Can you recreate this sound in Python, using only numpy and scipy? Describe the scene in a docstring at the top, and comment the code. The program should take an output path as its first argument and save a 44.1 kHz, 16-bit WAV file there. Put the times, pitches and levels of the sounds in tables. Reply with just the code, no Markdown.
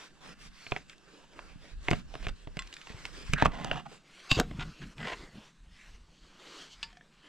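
"""Seating a camera on a tripod

A camera is handled right at the microphone. Impacts and friction excite the damped modes of its
plastic casing, which knocks, scrapes and thumps on the mount; the foot squeaks by stick-slip, the
metal plate slides home, the latch snaps, and strap fittings tick and clink. Sleeve and strap swish
with every move and the hands rumble through the housing, over a faint outdoor background."""
import sys
import numpy as np
from scipy import signal
from scipy.fft import rfft, irfft, next_fast_len
from scipy.io import wavfile
from scipy.ndimage import uniform_filter1d, map_coordinates

SR = 44100
rng = np.random.default_rng(int(sys.argv[2]) if len(sys.argv) > 2 else 0)


def dump(signal):
    """Clip the signal to [-1, 1] and save it as 16-bit WAV at the path in sys.argv[1]."""
    limited = np.clip(np.atleast_2d(signal).T, -1, 1)
    pcm = np.round(limited * 32767).astype(np.int16)
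    wavfile.write(sys.argv[1], SR, pcm)


N = 321162

# hard contacts (time [s], pitch of the struck spot [Hz], low [dB], mid [dB], high [dB], jolt [dB])
KNOCKS = [(0.666, 2380, -58, -43, -77, -62), (0.72, 2440, -33, -30.5, -56, -38),
          (0.763, 2250, -40.5, -34, -56, -48.5), (0.7724, 1340, -58, -49, -62, -69),
          (1.391, 1000, -46, -46, -67, -68), (1.884, 2100, -33, -25.5, -52.5, -36.5),
          (1.9123, 2140, -37.5, -28, -41, -29), (1.9261, 660, -40.5, -43, -60, -34),
          (1.9319, 2790, -36, -33.5, -49.5, -34), (2.14, 660, -47.5, -51, -61.5, -57),
          (2.1528, 960, -45, -45.5, -60, -48.5), (2.2682, 2370, -45, -36, -54.5, -36.5),
          (2.4729, 900, -51.5, -53, -68, -46.5), (2.5699, 2230, -52.5, -42.5, -50, -42.5),
          (2.871, 2690, -51, -49, -61, -65.5), (3.053, 2160, -46, -37.5, -44, -56.5),
          (3.3349, 2390, -36.5, -25.5, -33, -29), (3.423, 890, -20.5, -27.5, -42.5, -25),
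          (3.457, 1180, -20, -30, -48, -35), (3.6457, 2990, -38, -46, -41.5, -43),
          (3.7134, 2780, -32, -28, -54.5, -43), (3.7578, 1010, -41.5, -56, -71, -47.5),
          (4.3886, 520, -29.5, -42, -45, -34), (4.3982, 1070, -28.5, -38, -32.5, -30.5),
          (4.5109, 2130, -48, -51, -65, -42)]
# drags over the mount (start [s], end [s], pitch of the rubbed spot [Hz], low [dB], mid [dB], high [dB])
SCRAPES = [(2.218, 2.263, 2450, -56, -53, -60.5), (2.288, 2.3, 590, -47.5, -50, -52.5),
           (2.887, 2.931, 1730, -63, -54.5, -63), (3.368, 3.454, 1740, -48, -41, -53.5),
           (3.446, 3.468, 1120, -30.5, -37.5, -44), (3.499, 3.665, 860, -48.5, -52, -62.5),
           (3.597, 3.831, 2780, -46, -51, -61.5), (3.851, 3.875, 776, -47, -60.5, -67.5),
           (3.912, 3.936, 750, -56, -66, -74), (4.357, 4.422, 500, -35.5, -46, -47.5),
           (4.588, 4.641, 1425, -49, -43, -55.5), (4.809, 4.851, 1710, -63, -53.5, -64),
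           (4.981, 5.12, 435, -51.5, -45, -64.5), (5.04, 5.156, 1037, -44.5, -43, -56.5)]
# light contacts of strap fittings and fingernails (time [s], mid [dB], high [dB])
TICKS = [(0.7115, -67, -53), (0.8969, -50, -54.5), (0.9305, -56, -76), (0.981, -88, -62),
         (1.3335, -63, -68), (1.379, -61, -83), (1.906, -63, -40.5), (2.2273, -57, -61),
         (2.2842, -43.5, -49.5), (2.6212, -45, -52), (2.673, -57, -54), (2.7268, -47.5, -52),
         (2.739, -53, -47), (2.7663, -47, -54), (2.8146, -49.5, -57), (3.063, -56, -53.5),
         (4.3988, -29.5, -32.5), (4.836, -50.5, -69), (4.9815, -48.5, -63)]
# low, mid and high bands of a contact (lower edge [Hz], upper edge [Hz])
CONTACT_BANDS = [(300, 1400), (1400, 3400), (3400, 15000)]
# soft bumps of the camera's weight on its support (time [s], level [dB], frequency [Hz])
BUMPS = [(1.557, -50, 130), (2.902, -48, 220), (2.945, -46.5, 100), (3.294, -37.5, 80), (3.431, -29.5, 243),
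         (3.459, -30, 84), (3.481, -38.5, 135), (4.317, -27.5, 129), (4.372, -32, 124), (4.402, -30.5, 282),
         (4.589, -41, 130), (4.822, -46.5, 139), (5.355, -53.5, 200)]
# the foot squeaking on the mount (time [s], level [dB], pitch [Hz])
SQUEAK_CURVE = [(3.355, -66.5, 1600), (3.358, -40.5, 1598), (3.382, -33, 1700), (3.4, -40.5, 1640),
                (3.42, -37, 1670), (3.428, -71.5, 1647)]
# friction envelopes (time [s], level [dB])
PLATE_ENVELOPE = [(4.28, -67.5), (4.298, -42), (4.311, -27), (4.328, -32), (4.342, -38), (4.349, -34),
                  (4.368, -34.5), (4.39, -73), (4.41, -73.5)]
WEBBING_ENVELOPE = [(6.0, -83), (6.15, -68), (6.35, -66), (6.52, -55.5), (6.62, -50.5), (6.69, -61),
                    (6.735, -49.5), (6.79, -80), (6.85, -83.5)]
# taps of a loose fitting on the tripod (time [s], level [dB], crack relative to ring [dB])
LOOSE_TAPS = [(6.9288, -60, -4), (6.9706, -55, -6), (7.0102, -56.5, -23)]
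# strokes of sleeve and strap (start [s], duration [s], rub [dB], swish [dB])
CLOTH_STROKES = [(-.07, .16, -62, -51), (.205, 0.14, -55.5, -53), (.385, 0.11, -60.5, -53.5),
                 (.51, 0.33, -64, -55.5), (.88, 0.066, -65.5, -59), (1.04, .22, -62, -64),
                 (1.3, 0.27, -60, -61.5), (1.6, 0.15, -64, -59.5), (1.8, 0.23, -57.5, -53),
                 (2.08, 0.24, -62, -57.5), (2.35, 0.11, -69, -63), (2.54, 0.24, -62.5, -59),
                 (2.69, 0.35, -60.5, -57), (2.95, 0.19, -57, -53), (3.12, 0.13, -55.5, -49.5),
                 (3.24, 0.097, -65.5, -50.5), (3.88, .11, -62, -58.5), (4.03, 0.48, -61, -53.5),
                 (4.44, 0.4, -57, -56.5), (4.73, 0.23, -60, -58), (4.95, 0.37, -54, -53),
                 (5.3, 0.22, -62, -57), (5.69, 0.31, -72.5, -59), (6.14, 0.41, -68.5, -66),
                 (6.37, 0.35, -54.5, -53), (6.7, 0.27, -68, -61.5), (7.17, 0.32, -65.5, -62.5)]
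# the hands changing their hold (start [s], duration [s], sway [dB], flutter [dB])
GRIP_SHIFTS = [(.23, 0.13, -60, -58.5), (.35, 0.21, -57, -63.5), (1.3, 0.42, -55.5, -64),
               (1.71, .17, -42, -65), (1.94, 0.23, -48, -72), (2.19, .17, -39.5, -53),
               (2.38, 0.35, -51.5, -86), (2.87, 0.83, -49, -57.5), (3.56, .26, -49, -43),
               (3.8, .16, -71, -54.5), (4.42, 0.32, -46, -46.5), (4.79, 0.12, -46, -48),
               (4.95, 0.14, -52, -45.5), (5.06, 0.26, -53.5, -58.5), (5.33, 0.085, -62, -51),
               (5.56, 0.21, -52.5, -72), (5.82, 0.32, -53, -76), (6.19, 0.12, -56.5, -86),
               (6.72, 0.24, -59, -74.5)]

# normal modes of each part (frequency [Hz], level [dB], decay time T60 [s])
CASING_MODES = [(399, -8, 0.021), (589, 1.5, 0.02), (718, -3, 0.048), (1045, -0.5, 0.028),
                (1230, -12, 0.0093), (1480, -7.5, 0.012), (1968, -0.5, 0.03), (2200, -1, 0.012),
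                (2580, -0.5, 0.03), (3800, -4, 0.011), (4660, 1, 0.01), (6370, -2.5, .008),
                (7660, -24.5, 0.0077), (12100, -15.5, .004)]
HEAD_MODES = [(161, -5, 0.087), (248, -4.5, 0.046), (420, 2.5, 0.057), (519, -2, 0.055), (612, -4, 0.08),
              (720, 6.5, 0.04), (1338, -17.5, 0.066)]  # the hollow tripod head
PLATE_MODES = [(794, -11, 0.03), (1097, -14.5, 0.07), (1616, -10.5, 0.0076), (2691, 1.5, 0.04),
               (3000, -2.5, 0.0089), (3730, -0.5, 0.016), (4800, -2, 0.016), (6870, -12.5, 0.013),
               (7407, -28, 0.047), (12500, -14.5, .004)]
LATCH_MODES = [(7600, -6, .02), (11200, -4, .012), (12800, -0.5, .012)]
STRAP_RING_MODES = [(1070, -5, 0.13), (1380, -7, 0.06), (2000, -1, 0.058), (2735, 9, 0.0069),
                    (3430, -4, 0.085), (4113, -6, 0.045), (5080, -10.5, 0.045), (7520, -9, 0.05)]
TRIPOD_FITTING_MODES = [(918, -14, 0.19), (1130, -9.5, 0.065), (1390, -8, 0.045), (1750, -11, 0.12),
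                        (2400, -22, 0.026), (2635, 2, 0.04), (2850, 1.5, 0.033), (3170, -8.5, .03),
                        (3500, -1, 0.035), (3970, -4, 0.038), (4610, -5, 0.13), (4990, -4.5, 0.091),
                        (5850, -21, 0.027), (8200, -15, 0.019)]
LOOSE_FITTING_MODES = [(720, -9, 0.09), (1750, 2, 0.022), (3270, -7, 0.027)]

# noise spectra of cloth, hands and outdoor air (frequency [Hz], relative spectral density [dB])
RUB_SPECTRUM = [(150, -40.5), (280, 3.5), (430, 0.5), (750, -4.5), (1100, -3), (1600, -6.5), (3000, -42)]
SWISH_SPECTRUM = [(500, -47.5), (1100, -4), (1600, -0.5), (3000, -1), (4200, -3), (5400, -6.5),
                  (7900, -13.5), (9000, -13.5), (13000, -23.5), (15500, -42.5)]
WEBBING_SPECTRUM = [(1500, -21), (2400, -21), (2900, -.5), (3300, 0), (3700, -11.5), (4400, -0.5),
                    (5200, -10.5), (6000, -8), (7800, -17.5), (10000, -28)]
SWAY_SPECTRUM = [(10, -5), (22, 1), (35, 8.5), (60, -3.5), (90, -7), (160, -63.5)]
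FLUTTER_SPECTRUM = [(50, -33), (100, -8.5), (150, 5.5), (220, 0.5), (320, -10.5), (600, -44.5)]
AIR_SPECTRUM = [(20, 16), (80, -27.5), (190, 3.5), (500, -18.5), (1500, -11.5), (3000, -40), (8000, -17),
                (9500, -19.5), (15000, -43.5)]

# level difference between the microphone ports (frequency [Hz], left minus right [dB])
PORT_BALANCE = [(60, -5), (200, -3), (600, -4.5), (1230, -3.5), (2260, 0), (4140, -.5), (7580, -2),
                (13900, -2)]
# phase difference between the ports (frequency [Hz], lag of the left port [rad])
PORT_LAG = [(100, 0.5), (500, 0.33), (860, .5), (2300, 0.34), (4300, 0.89), (7500, 1.3249), (13000, 2)]
# share of contact and cloth sound that differs between the ports (frequency [Hz], gain [dB])
HOUSING_SIDE = [(800, -13), (1800, -23), (8000, -20)]
CLOTH_SIDE = [(300, -9), (1200, -9), (2500, -6), (4200, -7), (7500, -4), (13000, -18)]
# frequency response of the microphone (frequency [Hz], gain [dB])
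MIC_RESPONSE = [(5500, 0), (7000, 1.5), (8000, 3), (9000, -5), (10500, -3), (12500, -4), (14500, -7)]


def knocks(seated_s=3.3, spot_t60=0.012, swell_rise_s=0.0082):
    """Impact excites the modes of casing and tripod head; once seated, the camera damps the head."""
    out, lead, t = np.zeros(N), clock(.015), clock(.2)
    for s, hz, *levels_db, jolt_db in KNOCKS:
        spot = unit(np.sin(2 * np.pi * hz * t) * amp(-60 * t / spot_t60))
        blow = strike(CASING_MODES, chatter_s=0.00062, crack_db=3, crack_t60=0.015) + amp(3) * spot
        add(out, s, voiced(blow, CONTACT_BANDS, levels_db, seconds=0.0074))
        head_db = (levels_db[0] + jolt_db) / 2 + (-3 if s < seated_s else -11)
        head = ringing(HEAD_MODES, scatter_db=1.5, detune=0.012)
        add(out, s, amp(head_db) * levelled(head, seconds=0.02))
        # a faint, brief swell of noise leads into each knock and softens its attack
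        swell = rng.standard_normal(len(lead)) * np.exp((lead - lead[-1]) / swell_rise_s)
        add(out, s - lead[-1], amp(-21) * voiced(swell, CONTACT_BANDS, levels_db, seconds=.007))
    return out


def scrapes(spot_t60=0.029):
    """Sliding friction: rough plastic catches and slips, driving the casing's modes and the rubbed spot."""
    out = np.zeros(N)
    catching = amp(3 * wobble(220))
    for start, end, hz, *levels_db in SCRAPES:
        size = max(int((end - start) * SR), SR // 200)
        slips = grit(size, spread_db=3.5) * signal.windows.tukey(size, .5)
        slips *= catching[int(start * SR):][:size]
        casing = unit(signal.fftconvolve(slips, ringing(CASING_MODES, scatter_db=7, detune=0.03)))
        spot = unit(signal.fftconvolve(slips, ringing([(hz, 0, spot_t60)], scatter_db=0, detune=0)))
        rasp = unit(butterworth(np.pad(slips, (0, len(casing) - size)), 2, 4200))
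        scrape = casing + amp(-3) * spot + amp(4) * rasp
        add(out, start, voiced(scrape, CONTACT_BANDS, levels_db, seconds=size / SR))
    return out


def jolts(rock_hz=136, spread=.11):
    """Knocks and bumps pass momentum to the support: (time [s], level [dB], frequency [Hz])."""
    return [(s, db, rock_hz * np.exp(spread * rng.standard_normal())) for s, *_, db in KNOCKS] + BUMPS


def thumps(t60=0.045, ripple_ratio=2.065, sag_ratio=0.21):
    """Damped free vibration: each jolt rocks the support, with a quicker ripple and a slower sag."""
    out = np.zeros(N)
    for s, db, hz in jolts():
        modes = [(hz, 0, t60), (hz * ripple_ratio, -9, t60), (hz * sag_ratio, -8, 2 * t60)]
        add(out, s, amp(db) * levelled(ringing(modes, scatter_db=2.5, detune=.04), seconds=.03))
    return out


def plate_and_latch():
    """Friction drives the plate's modes; the latch snaps, rebounds, and its spring catch rings."""
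    slide_db, = curves(PLATE_ENVELOPE)
    slips = grit(N, spread_db=4)
    rubbing = unit(signal.fftconvolve(slips, ringing(PLATE_MODES, scatter_db=1, detune=.005))[:N])
    rasp = coloured(grit(N, spread_db=4.5), [(500, -23), (2500, 0), (4300, 4), (7900, -8), (10000, -24)])
    out = (amp(slide_db) - amp(slide_db.min())) * unit(rubbing + amp(-8) * rasp)
    add(out, 4.314, clink(PLATE_MODES, db=-23, crack_t60=0.012))
    add(out, 4.3166, clink(PLATE_MODES, db=-24.5, crack_t60=0.0071))
    add(out, 4.3993, clink(LATCH_MODES, db=-34.5, crack_t60=0.01))
    return out


def squeak():
    """Stick-slip oscillation: the foot sounds an unsteady pitch before it drops into place."""
    db, hz = curves(SQUEAK_CURVE)
    phase = 2 * np.pi * np.cumsum(hz * (1 + .14 * wobble(1200))) / SR
    tone = unit(np.sin(phase) * amp(3.3 * wobble(250)))
    return (amp(db) - amp(db.min())) * tone


def fittings():
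    """Struck metal rings in inharmonic modes: a strap ring, a tripod fitting and a loose, swinging one."""
    out = np.zeros(N)
    add(out, 2.5912, clink(STRAP_RING_MODES, db=-36, crack_t60=0.03))
    add(out, 6.8292, clink(TRIPOD_FITTING_MODES, db=-34.5, crack_t60=0.07))
    for s, db, crack_db in LOOSE_TAPS:
        add(out, s, clink(LOOSE_FITTING_MODES, db=db, crack_t60=0.025, crack_db=crack_db))
    return out


def ticks():
    """Light impacts excite only the upper modes of the casing."""
    out = np.zeros(N)
    for s, *levels_db in TICKS:
        tap = strike(CASING_MODES, chatter_s=0.001, crack_db=2.5, crack_t60=0.021)
        add(out, s, voiced(tap, CONTACT_BANDS[1:], levels_db, seconds=0.0069))
    return out


def cloth():
    """Friction noise of countless fibres: a dull rub, a bright swish, and webbing sliding in the hand."""
    rubbing, swishing = moves(CLOTH_STROKES, rest_db=[-71, -69.5]) * amp(wobble(45))
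    webbing_db, = curves(WEBBING_ENVELOPE)
    rub = rubbing * coloured(patchy(grit(N, spread_db=3), depth_db=3), RUB_SPECTRUM)
    fibres = coloured(patchy(grit(N, spread_db=1.5), depth_db=3), SWISH_SPECTRUM)
    swish = swishing * (fibres + amp(-19.5) * crackle())
    webbing = amp(webbing_db) * coloured(grit(N, spread_db=1.5), WEBBING_SPECTRUM)
    return rub + swish + webbing


def crackle(catches_per_s=260):
    """Shot noise: threads catch and let go at random, each release tapping the casing."""
    catches = (rng.random(N) < catches_per_s / SR) * rng.uniform(-1, 1, N)
    catches *= amp(3 * rng.standard_normal(N))
    tap = strike(CASING_MODES, chatter_s=0.00027, crack_db=3, crack_t60=0.0035)
    return unit(signal.fftconvolve(catches, tap)[:N])


def grip(shudder_t60=0.52):
    """Structure-borne noise: fingers sway and flutter the housing, which also shudders after each jolt."""
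    swaying, fluttering = moves(GRIP_SHIFTS, rest_db=[-73.5, -69.5])  # at rest the hands still tremble
    shudder_power = np.zeros(N)
    for s, db, _ in jolts():
        add(shudder_power, s, amp(db - 60 * clock(1) / shudder_t60) ** 2)
    shudder = np.sqrt(shudder_power)
    sway = np.hypot(swaying, amp(-12) * shudder) * amp(1.5 * wobble(14))
    flutter = np.hypot(fluttering, amp(-15) * shudder) * amp(1.7 * wobble(36))
    return (sway * coloured(rng.standard_normal(N), SWAY_SPECTRUM)
            + flutter * coloured(rng.standard_normal(N), FLUTTER_SPECTRUM))


def reflections(x, t60=0.16):
    """Diffuse reflection from nearby things returns a short, dull tail."""
    t = clock(.4)
    tail = butterworth(rng.standard_normal(len(t)), 1, 3500) * amp(-60 * t / t60)
    return signal.fftconvolve(x, tail / np.linalg.norm(tail))[:N]


def outdoor_air():
    """Stationary coloured noise forms the faint outdoor background."""
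    return amp(-67.5) * coloured(rng.standard_normal(N), AIR_SPECTRUM)


def ringing(modes, scatter_db, detune):
    """Impulse response as a sum of damped modes, which vary a little with the spot touched."""
    t = clock(.2)
    hz, db, t60 = np.transpose(modes)[:, :, None]
    strength, shift, polarity = rng.standard_normal((3, len(modes), 1))
    envelopes = amp(db + scatter_db * strength - 60 * t / t60)
    return np.sum(envelopes * np.sign(polarity) * np.sin(2 * np.pi * hz * (1 + detune * shift) * t), 0)


def strike(modes, chatter_s, crack_db, crack_t60):
    """Forced response: meeting surfaces chatter for an instant and the modes ring under a dry crack."""
    t = clock(.2)
    force = rng.standard_normal(len(t)) * np.exp(-(t / chatter_s) ** 2)
    ring = signal.fftconvolve(force, ringing(modes, scatter_db=2.5, detune=0.047))[:len(t)]
    crack = butterworth(rng.standard_normal(len(t)), 2, 4500) * amp(-60 * t / crack_t60)
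    return unit(ring) + amp(crack_db) * unit(crack)


def clink(modes, db, crack_t60, crack_db=-6):
    """Free decay of a metal part struck once, under a noisy crack."""
    ring = ringing(modes, scatter_db=2.5, detune=0.003)
    t = np.arange(len(ring)) / SR
    crack = butterworth(rng.standard_normal(len(t)), 2, [1600, 5000], "band") * amp(-60 * t / crack_t60)
    return amp(db) * levelled(unit(ring) + amp(crack_db) * unit(crack), seconds=0.014)


def voiced(x, bands, levels_db, seconds):
    """Contact hardness sets how the energy divides among the frequency bands."""
    parts = [butterworth(x, 4, band, "band") for band in bands]
    return sum(amp(db) * levelled(part, seconds) for db, part in zip(levels_db, parts))


def grit(size, spread_db):
    """Friction as tiny slips of log-normal strength, 16 samples each."""
    noise = rng.standard_normal(size)
    slip_db = spread_db * np.repeat(rng.standard_normal(size // 16 + 1), 16)[:size]
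    return unit(noise * amp(slip_db))


def patchy(x, depth_db):
    """Time-varying filtering: folds and hollows of the hand change the colour from moment to moment."""
    spectrogram = signal.stft(x, nperseg=512)[2]
    field = uniform_filter1d(rng.standard_normal(spectrogram.shape), size=6, axis=0)
    field = uniform_filter1d(field, size=18, axis=1)
    return signal.istft(spectrogram * amp(depth_db * unit(field)), nperseg=512)[1][:N]


def moves(rows, rest_db):
    """Amplitude follows a power of speed, one arch a move; moves add in energy over a resting level."""
    t = np.arange(N) / SR
    power = np.outer(amp(rest_db) ** 2, np.ones(N))
    for start, length, *levels_db in rows:
        during = (t > start) & (t < start + length)
        speed = np.abs(np.sin(np.pi * (t[during] - start) / length))
        exponent = 0.38 + 1.05 * length  # long moves swell gently
        power[:, during] += np.outer(amp(levels_db), speed ** exponent) ** 2
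    return np.sqrt(power)


def amp(db):
    return 10 ** (np.asarray(db) / 20)


def unit(x):
    return x / np.sqrt(np.mean(x ** 2) + 1e-20)


def levelled(x, seconds):
    """Energy normalisation: x gets the energy of rms 1 held for that long."""
    return x * np.sqrt(seconds * SR / (np.sum(x ** 2) + 1e-20))


def clock(seconds):
    return np.arange(int(seconds * SR)) / SR


def along(points, hz):
    """Interpolation on a logarithmic frequency axis."""
    knots_hz, values = np.transpose(points)
    return np.interp(np.log(hz + 1), np.log(knots_hz + 1), values)


def curves(rows):
    """Linear interpolation in time of each later column, one value a sample."""
    times, *columns = np.transpose(rows)
    return [np.interp(np.arange(N) / SR, times, column) for column in columns]


def wobble(rate):
    """Smooth random modulation with rate knots a second."""
    return map_coordinates(rng.standard_normal(int(N * rate / SR) + 4), [np.arange(N) * rate / SR])


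def butterworth(x, order, hz, kind="low"):
    return signal.sosfilt(signal.butter(order, hz, kind, fs=SR, output="sos"), x)


def filtered(x, response):
    """Linear filtering: the spectrum of x times a complex frequency response."""
    size = next_fast_len(N + SR // 2)
    return irfft(rfft(x, size) * response(np.fft.rfftfreq(size, 1 / SR)), size)[..., :N]


def shaped(x, gains_db):
    """Zero-phase filtering by a curve of (frequency [Hz], gain [dB])."""
    return filtered(x, lambda hz: amp(along(gains_db, hz)))


def coloured(x, spectrum):
    """Spectral shaping, normalised to rms 1."""
    return unit(shaped(x, spectrum))


def add(track, s, x):
    """Superposition of x on the track from time s."""
    part = track[max(round(s * SR), 0):][:len(x)]
    part += x[:len(part)]


def port(x, sign):
    """Path difference: the left (+1) or nearer right (-1) port takes half the level and phase gap."""
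    return filtered(x, lambda hz: amp(sign * along(PORT_BALANCE, hz) / 2)
                    * np.exp(-1j * sign * along(PORT_LAG, hz) / 2))


def scene():
    """Superposition at two close ports: a common mid signal plus and minus a side signal."""
    body, rocking = knocks() + scrapes(), thumps()
    contacts = body + ticks() + squeak() + plate_and_latch() + fittings()
    air = outdoor_air()
    mid = contacts + amp(-20) * reflections(contacts) + rocking + cloth() + grip() + air
    # sound through the housing reaches the ports out of step: 1j turns it a quarter cycle,
    # and fresh random draws make it partly incoherent
    vibration = body + amp(-1) * (knocks() + scrapes())
    shaken = filtered(vibration, lambda hz: 1j * amp(along(HOUSING_SIDE, hz)))
    rocked = filtered(rocking, lambda hz: 1j * amp(-9)) + amp(-6) * thumps()
    brushed = shaped(cloth(), CLOTH_SIDE)
    side = amp(-3) * grip() + brushed - shaken - rocked
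    return np.array([port(mid, 1) + side, port(mid, -1) - side])


def record(dry, mono_from_s=4.05, top_hz=14500):
    """The stereo image closes to mono; the microphone's response colours and band-limits the treble."""
    mid = dry.mean(0)
    width = np.clip((mono_from_s - np.arange(N) / SR) * 10, 0, 1)
    return filtered(mid + width * (dry - mid), lambda hz: amp(along(MIC_RESPONSE, hz)) * (hz < top_hz))


dry = scene()
out = record(dry)
dump(out)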